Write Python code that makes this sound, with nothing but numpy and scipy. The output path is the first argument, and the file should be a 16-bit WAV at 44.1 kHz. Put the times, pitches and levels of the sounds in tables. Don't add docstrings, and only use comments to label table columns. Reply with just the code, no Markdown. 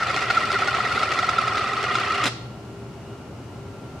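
import sys
import numpy as np
from scipy import signal
from scipy.fft import rfft, irfft
from scipy.io import wavfile
from scipy.ndimage import uniform_filter1d

SR = 44100
rng = np.random.default_rng(int(sys.argv[2]) if len(sys.argv) > 2 else 0)


def materialize(psi):
    bounded = np.clip(np.atleast_2d(psi).T, -1, 1)
    quanta = np.round(bounded * 32767).astype(np.int16)
    wavfile.write(sys.argv[1], SR, quanta)


N = 176400

# frequency in Hz, relative spectral density in dB.
AIR_SPECTRUM = [(20, -50), (40, -18), (52, -23), (66, -7.5), (82, -7), (120, -1), (170, -10), (205, -7),
                (290, -11), (390, -12.5), (480, -16.5), (700, -17), (1020, -22.5), (1400, -25),
                (1700, -31.5), (2800, -32.5), (3400, -37.5), (5000, -39), (7500, -44), (10000, -49),
                (13000, -55), (15500, -59)]
# frequency in Hz, side level minus mid level in dB.
AIR_WIDTH = [(60, -34), (120, -20), (380, -14), (1290, -7), (2400, -2.5), (5000, -1), (15000, 2)]
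# frequency in Hz, relative level in dB.
FAN_PARTIALS = [(119, -47), (332, -55), (397, -49.5), (1373, -57.5), (2869, -67)]
# frequency in Hz, reverberation time in seconds, tail and early
# echoes in dB against the direct sound, left minus right level of the direct sound in dB.
ROOM_BANDS = [(125, .4, -22, -19, 1), (350, 0.31, -23, -11.5, 1.5), (740, 0.87, -11.5, -8.5, -2),
              (1420, 0.47, -11.5, -16, 0.1), (2360, 0.71, -12.5, -5.5, -2.5), (4540, 0.58, -3.5, -4.5, 3),
              (8500, 0.32, -4.5, 1.5, 2), (15000, .25, -14, 7, 2)]
# start in seconds, relative level in dB.
RIM_SKIPS = [(0.07, -26.5), (0.142, -25.5), (.162, -22), (0.224, -25), (0.301, -21), (0.308, -24.5),
             (.346, -28), (0.37, -25), (0.377, -25.5), (0.517, -23.5), (0.586, -24), (0.674, -25),
             (0.747, -24.5), (0.809, -30), (.923, -31), (1.031, -22.5), (1.117, -21.5), (1.135, -23.5),
             (1.1882, -21.5), (1.2414, -27.5), (1.290, -21.5), (1.384, -23.5), (1.418, -37), (1.476, -23.5),
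             (1.57, -24.5), (1.578, -26.5), (1.732, -27), (1.838, -23), (1.943, -25.5), (1.953, -22.5)]
# start in seconds, relative level in dB.
FINAL_SLAPS = [(2.237, -21), (2.2402, -14.5), (2.2473, -22), (2.2566, -13), (2.2647, -14.5), (2.269, -20),
               (2.2722, -21), (2.278, -18), (2.283, -25)]
# frequency in Hz, relative spectral density in dB.
SLAP_SPECTRUM = [(100, -16), (220, 7), (300, 0), (500, 0), (800, -3), (1350, 5.5), (2000, -3.5),
                 (2800, 0.5), (4500, -4.5), (6500, -11.5), (10000, -19.5), (13000, -31), (15500, -38)]
RIM_SPECTRUM = [(90, -20.5), (200, -7), (330, -6), (480, -4.5), (770, 1), (940, -8.5), (1200, -3.5),
                (1620, -7), (2000, -2), (3100, -9), (4400, -9), (6100, -17.5), (9000, -27.5),
                (12000, -40.5), (15500, -51)]
GRIT_SPECTRUM = [(200, -19), (1500, -6), (2400, -1), (4800, 3), (6200, -7.5), (9500, -13.5), (15500, -35)]
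# time of the note's peak in seconds,
# level in dB, pitch at the peak in Hz, Gaussian width of the rise in seconds.
WOBBLE_TURNS = [(.028, -17.5, 1353, .008), (.108, -22, 1315, .005), (.181, -20.5, 1370, 0.0066),
                (.239, -24, 1340, 0.0054), (.308, -15, 1404, 0.0059), (.377, -11.5, 1342, 0.0054),
                (.449, -20.5, 1343, 0.0063), (.507, -17.5, 1351, .004), (.566, -19.5, 1380, 0.0095),
                (.627, -22, 1310, 0.0056), (.688, -17.5, 1427, 0.0046), (.747, -18.5, 1314, 0.0042),
                (.807, -14.5, 1320, 0.0025), (.866, -24.5, 1336, 0.0077), (.919, -19, 1390, .004),
                (.979, -17, 1380, 0.0021), (1.035, -13.5, 1337, 0.0028), (1.087, -24.5, 1350, 0.005),
                (1.122, -21.5, 1274, 0.0055), (1.194, -17.5, 1315, 0.0053), (1.246, -19, 1360, 0.0034),
                (1.292, -14, 1323, 0.0031), (1.339, -21.5, 1370, 0.0031), (1.389, -13.5, 1339, 0.004),
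                (1.440, -22, 1290, 0.0046), (1.483, -21, 1280, .004), (1.526, -21.5, 1330, 0.0053),
                (1.574, -23, 1270, 0.0046), (1.616, -19.5, 1304, .0045), (1.672, -23.5, 1290, 0.0064),
                (1.702, -29, 1260, 0.0055), (1.737, -22.5, 1300, 0.0059), (1.777, -21, 1290, 0.0049),
                (1.811, -33, 1304, 0.0043), (1.852, -22.5, 1380, 0.0054), (1.889, -25, 1380, 0.0034),
                (1.925, -27, 1290, .004), (1.957, -17, 1334, 0.0031), (1.988, -22, 1368, 0.0033),
                (2.021, -28, 1327, .0035), (2.050, -37, 1330, 0.002), (2.080, -22, 1319, 0.0032),
                (2.108, -21, 1290, 0.0038), (2.136, -23, 1334, 0.0034), (2.165, -28, 1340, 0.0033),
                (2.194, -36, 1335, .004), (2.216, -32, 1330, 0.0028), (2.233, -22, 1280, 0.0033)]
# time in seconds, relative level in dB.
CONTACT_FORCE = [(0, 0.5), (.3, -1.5), (.7, 0.5), (1.15, -0.5), (1.5, -1), (1.75, -2), (2.0, -1),
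                 (2.22, -0.5), (2.275, 0.5), (2.30, -11), (2.32, -58)]
# frequency in Hz, bandwidth in Hz, relative level in dB, fraction
# of the turn at which it is loudest (softest if the swing is negative), swing in dB.
SHELL_MODES = [(400.6, 28, -16, 0.57, 7), (738.4, 72, -11.5, 0.81, 4.5), (587, 150, -14.5, 0.23, 4.5),
               (1056.6, 42, -16.5, 0.43, 16), (1185, 86, -13, 0.67, 2), (1340, 100, -5, 1, 0.5),
               (1925, 118, -7.5, 0.83, 4.5), (2082, 100, -13.5, 0.71, -4), (2514, 310, -13.5, 0.41, 4.5),
               (2850, 125, -17.5, 0.29, -0.5), (3490, 360, -19, 0.64, 4.5), (4270, 490, -20.5, 0.68, 0),
               (5330, 660, -24.5, 0.16, 13), (8050, 560, -37, 0.45, 19.5)]

AIR_DB, HUM_GAIN_DB, HUM_WAVER_DB, HUM_DRIFT_HZ = -38, 2, 3, 1.416
EARLY_DECAY_S, TOP_HZ = 0.0056, 15550
SKIP_RISE_S, SKIP_DECAY_S, SKIP_GAIN_DB = 0.00085, 0.0076, 0.5
SLAP_RISE_S, SLAP_DECAY_S, SLAP_CRACK_DB, SLAP_RATTLE_DB = 0.00061, 0.004, 14.5, -4.5
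NOTE_SAG_HZ_PER_S, NOTE_FALL_RATIO = 6800, 0.89
FAR_DB, FAR_SCATTER_DB, FAR_WIDTH_S = -27, 2.5, 0.0048
FAR_HZ, FAR_SCATTER_HZ, FAR_SINK_HZ_PER_S = 1317, 30, 42
RIBS_PER_S, RIB_SCATTER_DB, FLUTTER_DB, FLUTTER_PER_S = 3200, 2, 1.76, 220.5
SHELL_DB, RIM_DB, RIM_SWING_DB, GRIT_DB, GRIT_PER_S = -25.5, -35, 3, -44, 91
BUZZ_FROM_S, BUZZ_DB, BUZZ_HZ, BUZZ_WIDTH_HZ = 1.6, -35, 2800, 320


def undb(db):
    return 10 ** (np.asarray(db) / 20)


def along(points, hz, column=1):
    rows = np.array(points, float)
    return np.interp(np.log(hz + 1e-3), np.log(rows[:, 0]), rows[:, column])


def colour(x, spectrum, size=4096):
    cepstrum = irfft(np.log(undb(along(spectrum, np.fft.rfftfreq(size, 1 / SR)))))
    cepstrum[1:size // 2] *= 2
    cepstrum[size // 2 + 1:] = 0
    response = irfft(np.exp(rfft(cepstrum)))
    return signal.fftconvolve(x, response / np.linalg.norm(response))[:N]


def resonate(x, hz, width):
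    rung = signal.lfilter(*signal.iirpeak(hz, hz / width, fs=SR), x) * np.sqrt(SR / np.pi / width)
    return signal.lfilter(*signal.iirpeak(hz, Q=1.6, fs=SR), rung)


def wander(rate):
    hold = max(int(SR / rate), 1)
    return unit(uniform_filter1d(rng.standard_normal(N)[np.arange(N) // hold], hold))


def unit(x):
    return x / np.sqrt(np.mean(x ** 2) + 1e-18)


def background(t):
    hz = np.fft.rfftfreq(N, 1 / SR)
    mid, side = rfft(rng.standard_normal((2, N))) * undb(along(AIR_SPECTRUM, hz))
    air = unit(irfft(mid + np.array([[1], [-1]]) * side * undb(along(AIR_WIDTH, hz))))
    hum = 0
    for partial_hz, db in FAN_PARTIALS:
        gain = undb(db + HUM_GAIN_DB + HUM_WAVER_DB * wander(rate=5.9))
        cycles = partial_hz * t + HUM_DRIFT_HZ * np.cumsum(wander(rate=8)) / SR
        hum += gain * np.sin(2 * np.pi * cycles)
    air *= undb(AIR_DB + 0.23 * wander(rate=4.65))
    return (air + hum) * undb([[.5], [-.5]])


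def room(x, angle, size=32768, bands=14):
    t, hz = np.arange(size) / SR, np.fft.rfftfreq(size, 1 / SR)
    centres = np.geomspace(100, 16000, bands)
    noise = rfft(rng.standard_normal((2, size)))
    tail = 0
    for centre, share in zip(centres, np.eye(bands)):
        band = irfft(noise * np.interp(np.log(hz + 1), np.log(centres), share))
        fade = undb(-60 * t / along(ROOM_BANDS, centre)) * (t > .008)
        tail += band * fade / np.linalg.norm(fade)
    tail_gain, early_gain = undb(along(ROOM_BANDS, hz, 2)), undb(along(ROOM_BANDS, hz, 3))
    direct = undb(np.array([[1], [-1]]) * along(ROOM_BANDS, hz, 4) / 2)
    total_gain = np.sqrt(1 + (tail_gain ** 2 + early_gain ** 2) / 2)
    lead = size // 64

    def hear(sound, path):
        response = np.roll(irfft(path / total_gain), lead, axis=1)
        return signal.fftconvolve(sound[None], response, axes=1)[:, lead:lead + N]

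    out = hear(x, direct + tail_gain * rfft(tail))
    for facing in (np.cos(angle), np.sin(angle), np.cos(angle / 2), np.sin(angle / 2)):
        early = rng.standard_normal((2, size)) * np.exp(-t / EARLY_DECAY_S) * (t > .0005)
        early /= np.linalg.norm(early, axis=1, keepdims=True)
        out += hear(x * facing / np.sqrt(2), early_gain * rfft(early))
    return out


def ticks(rate=RIBS_PER_S):
    hit = rng.random(N) < rate / SR
    strength = undb(RIB_SCATTER_DB * np.minimum(rng.exponential(size=N), 3))
    return unit(hit * strength * np.sign(rng.standard_normal(N)))


def blows(t, rows, rise, decay):
    power = 0
    for start, db in rows:
        attack = np.minimum((t - start) / rise - 1, 0)
        release = np.maximum(t - start - rise, 0) / decay
        power += (undb(db) * np.exp(attack - release)) ** 2
    return np.sqrt(power)


def rim_chatter(t):
    impacts = ticks() * blows(t, RIM_SKIPS, SKIP_RISE_S, SKIP_DECAY_S)
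    return undb(SKIP_GAIN_DB) * colour(impacts, RIM_SPECTRUM)


def falling_flat(t):
    cracks = np.zeros(N)
    for start, db in FINAL_SLAPS:
        cracks[int(start * SR)] = undb(db + SLAP_CRACK_DB)
    envelope = blows(t, FINAL_SLAPS, SLAP_RISE_S, SLAP_DECAY_S)
    rattle = undb(SLAP_RATTLE_DB) * rng.standard_normal(N) * envelope
    return colour(cracks + rattle, SLAP_SPECTRUM)


def air_pocket(t):
    notes = list(WOBBLE_TURNS)
    peaks = np.array(WOBBLE_TURNS)[:, 0]
    for midway in (peaks[1:] + peaks[:-1]) / 2:
        db = rng.normal(FAR_DB, FAR_SCATTER_DB)
        hz = rng.normal(FAR_HZ - FAR_SINK_HZ_PER_S * midway, FAR_SCATTER_HZ)
        notes.append((midway, db, hz, FAR_WIDTH_S))
    out = np.zeros(N)
    for peak, db, hz, rise in notes:
        near = np.abs(t - peak) < .04
        offset = t[near] - peak
        width = rise * np.where(offset < 0, 1, NOTE_FALL_RATIO)
        swell = np.exp(-(offset / width) ** 2 / 2)
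        cycles = hz * offset - NOTE_SAG_HZ_PER_S * offset ** 2 / 2 + rng.random()
        out[near] += np.sqrt(2) * undb(db) * swell * np.sin(2 * np.pi * cycles)
    return out


def rolling_rim(t, turn):
    force = undb(np.interp(t, *np.array(CONTACT_FORCE).T) + FLUTTER_DB * wander(FLUTTER_PER_S))

    def swing(place, db):
        return unit(undb(db * np.cos(2 * np.pi * (turn - place))))

    shell = 0
    for hz, width, db, place, swing_db in SHELL_MODES:
        shell += undb(db) * resonate(ticks() * force * swing(place, swing_db), hz, width)
    rim = colour(ticks() * force * swing(place=0.9, db=RIM_SWING_DB), RIM_SPECTRUM)
    grit = colour(ticks(GRIT_PER_S) * force, GRIT_SPECTRUM)
    flatness = np.clip((t - BUZZ_FROM_S) / (WOBBLE_TURNS[-1][0] - BUZZ_FROM_S), 0, 1)
    buzz = resonate(ticks() * force * flatness * swing(place=0.38, db=2.2), BUZZ_HZ, BUZZ_WIDTH_HZ)
    return undb(SHELL_DB) * shell + undb(RIM_DB) * rim + undb(GRIT_DB) * grit + undb(BUZZ_DB) * buzz


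def scene():
    t = np.arange(N) / SR
    turn_times = np.array(WOBBLE_TURNS)[:, 0]
    turn = np.interp(t, turn_times, np.arange(len(turn_times)))
    cap = rolling_rim(t, turn) + air_pocket(t) + rim_chatter(t) + falling_flat(t)
    return room(cap, angle=2 * np.pi * turn) + background(t)


def record(dry):
    return signal.sosfilt(signal.ellip(10, .1, 80, TOP_HZ, fs=SR, output="sos"), dry)


dry = scene()
out = record(dry)
materialize(out)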